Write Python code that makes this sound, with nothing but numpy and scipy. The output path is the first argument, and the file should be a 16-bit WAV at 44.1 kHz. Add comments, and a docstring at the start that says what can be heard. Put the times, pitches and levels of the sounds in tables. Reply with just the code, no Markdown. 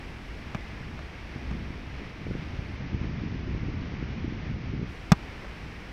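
"""Beach volleyball serve

Open beach, one microphone in the wind. A player pats the ball, touches it lightly twice and serves
with one sharp smack: the ball squashes and rings, air cracks out from under the hand, and only the
sand throws it back. A foot lands just after. Distant surf washes steadily; gusts buffet the mic."""
import sys
import numpy as np
from scipy import signal
from scipy.fft import rfft, irfft
from scipy.io import wavfile

SR = 44100
rng = np.random.default_rng(int(sys.argv[2]) if len(sys.argv) > 2 else 0)


def materialize(psi):
    """Save the field psi as 16-bit PCM at rate SR to the path in sys.argv[1].

    A 1-D psi becomes a single channel; in a 2-D psi each row is a channel.
    """
    bounded = np.clip(np.atleast_2d(psi).T, -1, 1)
    quanta = np.round(bounded * 32767).astype(np.int16)
    wavfile.write(sys.argv[1], SR, quanta)


N = 261072

# spectrum of the distant surf: (f/Hz, level/dB per Hz)
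SURF_SPECTRUM = [(20, -5.5), (62, 3), (105, -6.5), (300, -10), (550, -17), (1000, -19), (1450, -19.5),
                 (2200, -16.5), (2800, -22), (3900, -30), (5600, -32.5), (6600, -44), (7800, -72.5),
                 (15500, -82.5)]
# spectrum of the faint hiss above it: (f/Hz, level/dB per Hz)
HISS_SPECTRUM = [(20, -60), (5000, -31), (6500, 3.5), (7500, 3), (10000, -1), (15500, -8.5)]
# strength of that hiss, fading for a while in the middle: (t/s, level/dB)
HISS_LEVELS = [(0, -71), (1.4, -74.5), (2.75, -77), (2.85, -99), (4.82, -94.5), (4.9, -71), (5.92, -72)]
# wind at the mic, four short gusts, then a long blow that drops before the serve: (t/s, level/dB)
WIND_LEVELS = [(0.0, -46.5), (0.68, -49.5), (0.85, -40.5), (1.15, -54), (1.55, -36), (1.9, -47),
               (2.02, -40.5), (2.15, -49.5), (2.33, -33), (2.48, -43), (2.75, -40.5), (2.95, -34.5),
               (3.7, -33.5), (3.88, -37.5), (4.3, -34), (4.62, -37.5), (4.84, -30.5), (4.92, -50),
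               (5.92, -49.5)]
# spectrum of the wind's rumble: (f/Hz, level/dB per Hz)
WIND_SPECTRUM = [(20, -17), (40, 1.5), (65, 5.5), (110, 4.5), (180, 0), (250, -3.5), (330, -11), (450, -20),
                 (650, -39), (1500, -108)]
# the hardest eddies that strike the mic: (t/s, peak level/dB, f/Hz)
HARD_EDDIES = [(0.812, -33, 90), (0.948, -31.5, 151), (1.362, -27, 153), (1.706, -26, 114),
               (2.019, -28, 180), (2.268, -25.5, 252), (2.311, -25, 243), (2.353, -24, 217),
               (2.428, -27.5, 160), (2.593, -24, 100), (2.932, -23, 157), (2.947, -22.5, 165),
               (3.016, -22, 124), (3.045, -27.5, 169), (3.098, -31, 150), (3.221, -25, 142),
               (3.238, -22, 153), (3.325, -28, 164), (3.349, -24, 138), (3.42, -37, 190),
               (3.549, -26.5, 206), (3.634, -22.5, 120), (3.686, -23, 168), (3.702, -28, 165),
               (3.838, -25.5, 134), (3.94, -26.5, 185), (4.028, -24.5, 194), (4.249, -29.5, 198),
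               (4.281, -25.5, 186), (4.325, -25, 170), (4.501, -27, 123), (4.738, -22, 164),
               (4.751, -25, 145), (4.817, -24.5, 196), (4.833, -25, 189)]
# the foot landing after the serve: (t/s, level/dB, length/s)
FOOTFALLS = [(5.4445, -37.5, 0.007)]
# spectrum of a puff of sand: (f/Hz, level/dB per Hz)
SAND_SPECTRUM = [(60, -10), (160, 2), (350, -4), (680, 4), (1000, -1.5), (1500, -16), (4000, -30),
                 (12000, -75)]
# hand on ball, a pat, two light touches and the serve: (t/s, level/dB, squash f/Hz, squash gain/dB,
# crack gain/dB, hardness 0-1, squash delay/s, squash length/s, fingers against palm/dB)
BLOWS = [(0.5473, -14.5, 166, -7, -2, 0.39, 0.0024, 0.008, -3),
         (0.9912, -22.5, 130, -15, -14, 0.3, 0.0005, 0.005, -10),
         (1.5105, -21, 175, -5.5, -14, 0.25, 0.0018, 0.011, -10),
         (5.1188, 0.5, 171.6, -4.5, -5, 0.97, 0.0001, 0.011, -17)]
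# modes of the ball's shell and air cavity: (f/Hz, level/dB, t60/s)
BALL_MODES = [(423, -26.2, 0.077), (643, -20, 0.048), (740, -21.6, 0.03), (791, -18.5, 0.039),
              (982, -27.4, 0.078), (1047, -25.8, 0.055), (1168, -11.9, 0.02), (1369, -25.6, 0.032),
              (1551, -20.4, 0.032), (1882, -22.5, 0.036), (2524, -25, 0.032), (2732, -29, 0.034),
              (3487, -22, 0.023), (4260, -25, 0.02), (5450, -23.5, 0.015), (6270, -21, 0.014),
              (7800, -23, 0.008), (12600, -25, 0.006)]
# air squeezed out between palm and ball, at full hardness: (f/Hz, level/dB per Hz)
CRACK_SPECTRUM = [(600, -5), (1800, 5.5), (3000, 0), (4200, -10), (5800, 17), (7000, 3), (8500, -2),
                  (10000, -4), (12700, 0), (15500, -6), (20000, -26)]
# dense, damped vibration of the ball's cover: (f/Hz, level/dB per Hz)
SHUDDER_SPECTRUM = [(60, -6), (330, 7), (500, -3), (1400, -3), (2100, 0), (3000, -3), (4500, -6),
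                    (8000, -28), (16000, -45)]


def gain_of(db):
    """Decibels to amplitude."""
    return 10 ** (np.asarray(db) / 20)


def evened(x):
    """Scales to rms 1."""
    return x / np.sqrt(np.mean(x ** 2) + 1e-20)


def read(points, hz):
    """A spectrum table, joined on a log-frequency axis."""
    f, value = np.transpose(points)
    return np.interp(np.log(hz + 1), np.log(f + 1), value)


def curve(rows):
    """A time table, joined by straight lines."""
    return np.interp(np.arange(N) / SR, *np.transpose(rows))


def add(mix, s, sound):
    """Lays a sound into the mix at time s."""
    part = mix[round(s * SR):][:len(sound)]
    part += sound[:len(part)]


def noise(colour, size):
    """Noise of rms 1 with the given spectrum."""
    gains = gain_of(read(colour, np.fft.rfftfreq(size, 1 / SR)))
    return evened(irfft(rfft(rng.standard_normal(size)) * gains, size))


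def drift(rate_hz):
    """Random wander of rms 1, with nothing much faster than the rate."""
    hz = np.fft.rfftfreq(N, 1 / SR)
    return evened(irfft(rfft(rng.standard_normal(N)) * np.exp(-(hz / rate_hz) ** 2), N))


def surf(level_db=-40.5, swell_db=0.56):
    """Far breakers merge into a smooth, steady wash."""
    return gain_of(level_db + swell_db * drift(rate_hz=5.8)) * noise(SURF_SPECTRUM, N)


def hiss():
    """A faint, airy treble above the wash."""
    return gain_of(curve(HISS_LEVELS)) * noise(HISS_SPECTRUM, N)


def eddy(hz):
    """One push and pull of air on the mic, centred in its window."""
    phase = 2 * np.pi * hz * np.arange(-1024, 1024) / SR
    return -phase * np.exp((1 - phase ** 2) / 2)


def wind(rumble_db=0.13, lumpy_db=1.5, eddies_per_s=18, eddy_db=1.5, eddy_hz=192, spread_octaves=0.17):
    """Turbulence right at the mic: a lumpy rumble, hard eddies and lesser ones at random."""
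    wind_db = curve(WIND_LEVELS)
    out = gain_of(wind_db + rumble_db + lumpy_db * drift(rate_hz=40)) * noise(WIND_SPECTRUM, N)
    onsets = np.flatnonzero(rng.random(N) < eddies_per_s / SR)
    peak_db = wind_db + eddy_db + rng.standard_normal(N)
    pitch_hz = eddy_hz * 2 ** (spread_octaves * rng.standard_normal(N))
    lesser_eddies = [(i / SR, peak_db[i], pitch_hz[i]) for i in onsets]
    for s, db, hz in list(HARD_EDDIES) + lesser_eddies:
        push = gain_of(db) * eddy(hz)
        add(out, max(s - len(push) / 2 / SR, 0), push)
    return out


def footfall():
    """The landing foot gives a short, dull puff of sand."""
    out = np.zeros(N)
    t = np.arange(8192) / SR
    for s, db, length_s in FOOTFALLS:
        puff = 2 * t / length_s * np.exp(1 - 2 * t / length_s)
        add(out, s, gain_of(db) * puff * noise(SAND_SPECTRUM, len(t)))
    return out


def squash(age, hz, length_s, puff_hz=55, puff_db=-14, puff_s=0.012):
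    """The whole ball swings for a few cycles at most and shoves a low puff of air aside."""
    swing = (1 - np.exp(-age / 0.00078)) * np.exp(-(age / length_s) ** 3)
    puff = gain_of(puff_db) * np.exp(-age / puff_s) * np.sin(2 * np.pi * puff_hz * age)
    return swing * np.sin(2 * np.pi * hz * age + 0.65) - puff


def ring(t, since_closed, hardness):
    """Shell and cavity ring: low modes from first touch, high ones once the palm closes."""
    out = np.zeros(len(t))
    for hz, db, t60 in BALL_MODES:
        age = t if hz < 2200 else since_closed
        softening_db = (hardness - 1) * hz / 400  # a soft blow wakes the high modes less
        envelope = gain_of(db + softening_db - 60 * age / t60) * (1 - np.exp(-age / 0.00035))
        out += envelope * np.sin(2 * np.pi * hz * age)
    return out


def crack(age, hardness):
    """Trapped air escapes under the hand, faster and higher in pitch the harder the blow."""
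    escape = (1 - np.exp(-age / 0.00015)) * np.exp(-age * hardness ** 0.5 / 0.00069)
    spectrum = [(hz * hardness, db) for hz, db in CRACK_SPECTRUM]
    return gain_of(-11) * escape * noise(spectrum, len(age))


def shudder(t, decay_s=0.0062):
    """The cover vibrates on for a moment, duller than the crack."""
    envelope = (1 - np.exp(-t / 0.00099)) * np.exp(-t / decay_s)
    return gain_of(-22) * envelope * noise(SHUDDER_SPECTRUM, len(t))


def smack(squash_hz, squash_db, crack_db, hardness, delay_s, squash_s, fingers_db):
    """The hand lands, the ball squashes, palm then fingers crack, and the hand chokes the ring."""
    contact_s, fingers_lag_s, choke_s = 0.00073, 0.005, 0.0214
    t = np.arange(8192) / SR
    since_closed = np.maximum(t - 0.00103 * hardness, 0)  # the palm closes just after first touch
    since_fingers = np.maximum(since_closed - fingers_lag_s, 0)
    contact = hardness * gain_of(-10.2) * np.sin(np.pi * np.minimum(t / contact_s, 1)) ** 2
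    thump = gain_of(squash_db) * squash(np.maximum(t - delay_s, 0), squash_hz, squash_s)
    palm = gain_of(crack_db) * crack(since_closed, hardness)
    fingers = gain_of(crack_db + fingers_db) * crack(since_fingers, hardness)
    vibration = ring(t, since_closed, hardness) + hardness * shudder(t)
    choke = np.exp(-(t / choke_s) ** 4)
    return contact + thump + palm + fingers + choke * vibration


def ball(echo_s=0.01225, echo_db=-10.7, echo_band_hz=(700, 1400)):
    """Each blow reaches the mic directly, then dulled off the sand."""
    out = np.zeros(N)
    for s, db, *touch in BLOWS:
        add(out, s, gain_of(db) * smack(*touch))
    dulled = signal.sosfilt(signal.butter(2, echo_band_hz, "bandpass", fs=SR, output="sos"), out)
    add(out, echo_s, gain_of(echo_db) * dulled)
    return out


def scene():
    """Player, wind and far surf at one microphone, in mono."""
    return (ball() + footfall() + wind() + surf() + hiss())[None]


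def record(dry, ceiling=0.72, cutoff_hz=15800):
    """The serve just overloads the recorder, which also cuts the highest treble."""
    clipped = dry / (1 + (dry / ceiling) ** 10) ** (1 / 10)
    lowpass = signal.firwin(511, cutoff_hz, window=("kaiser", 9), fs=SR)
    return signal.oaconvolve(clipped, lowpass[None], "same")


dry = scene()
out = record(dry)
materialize(out)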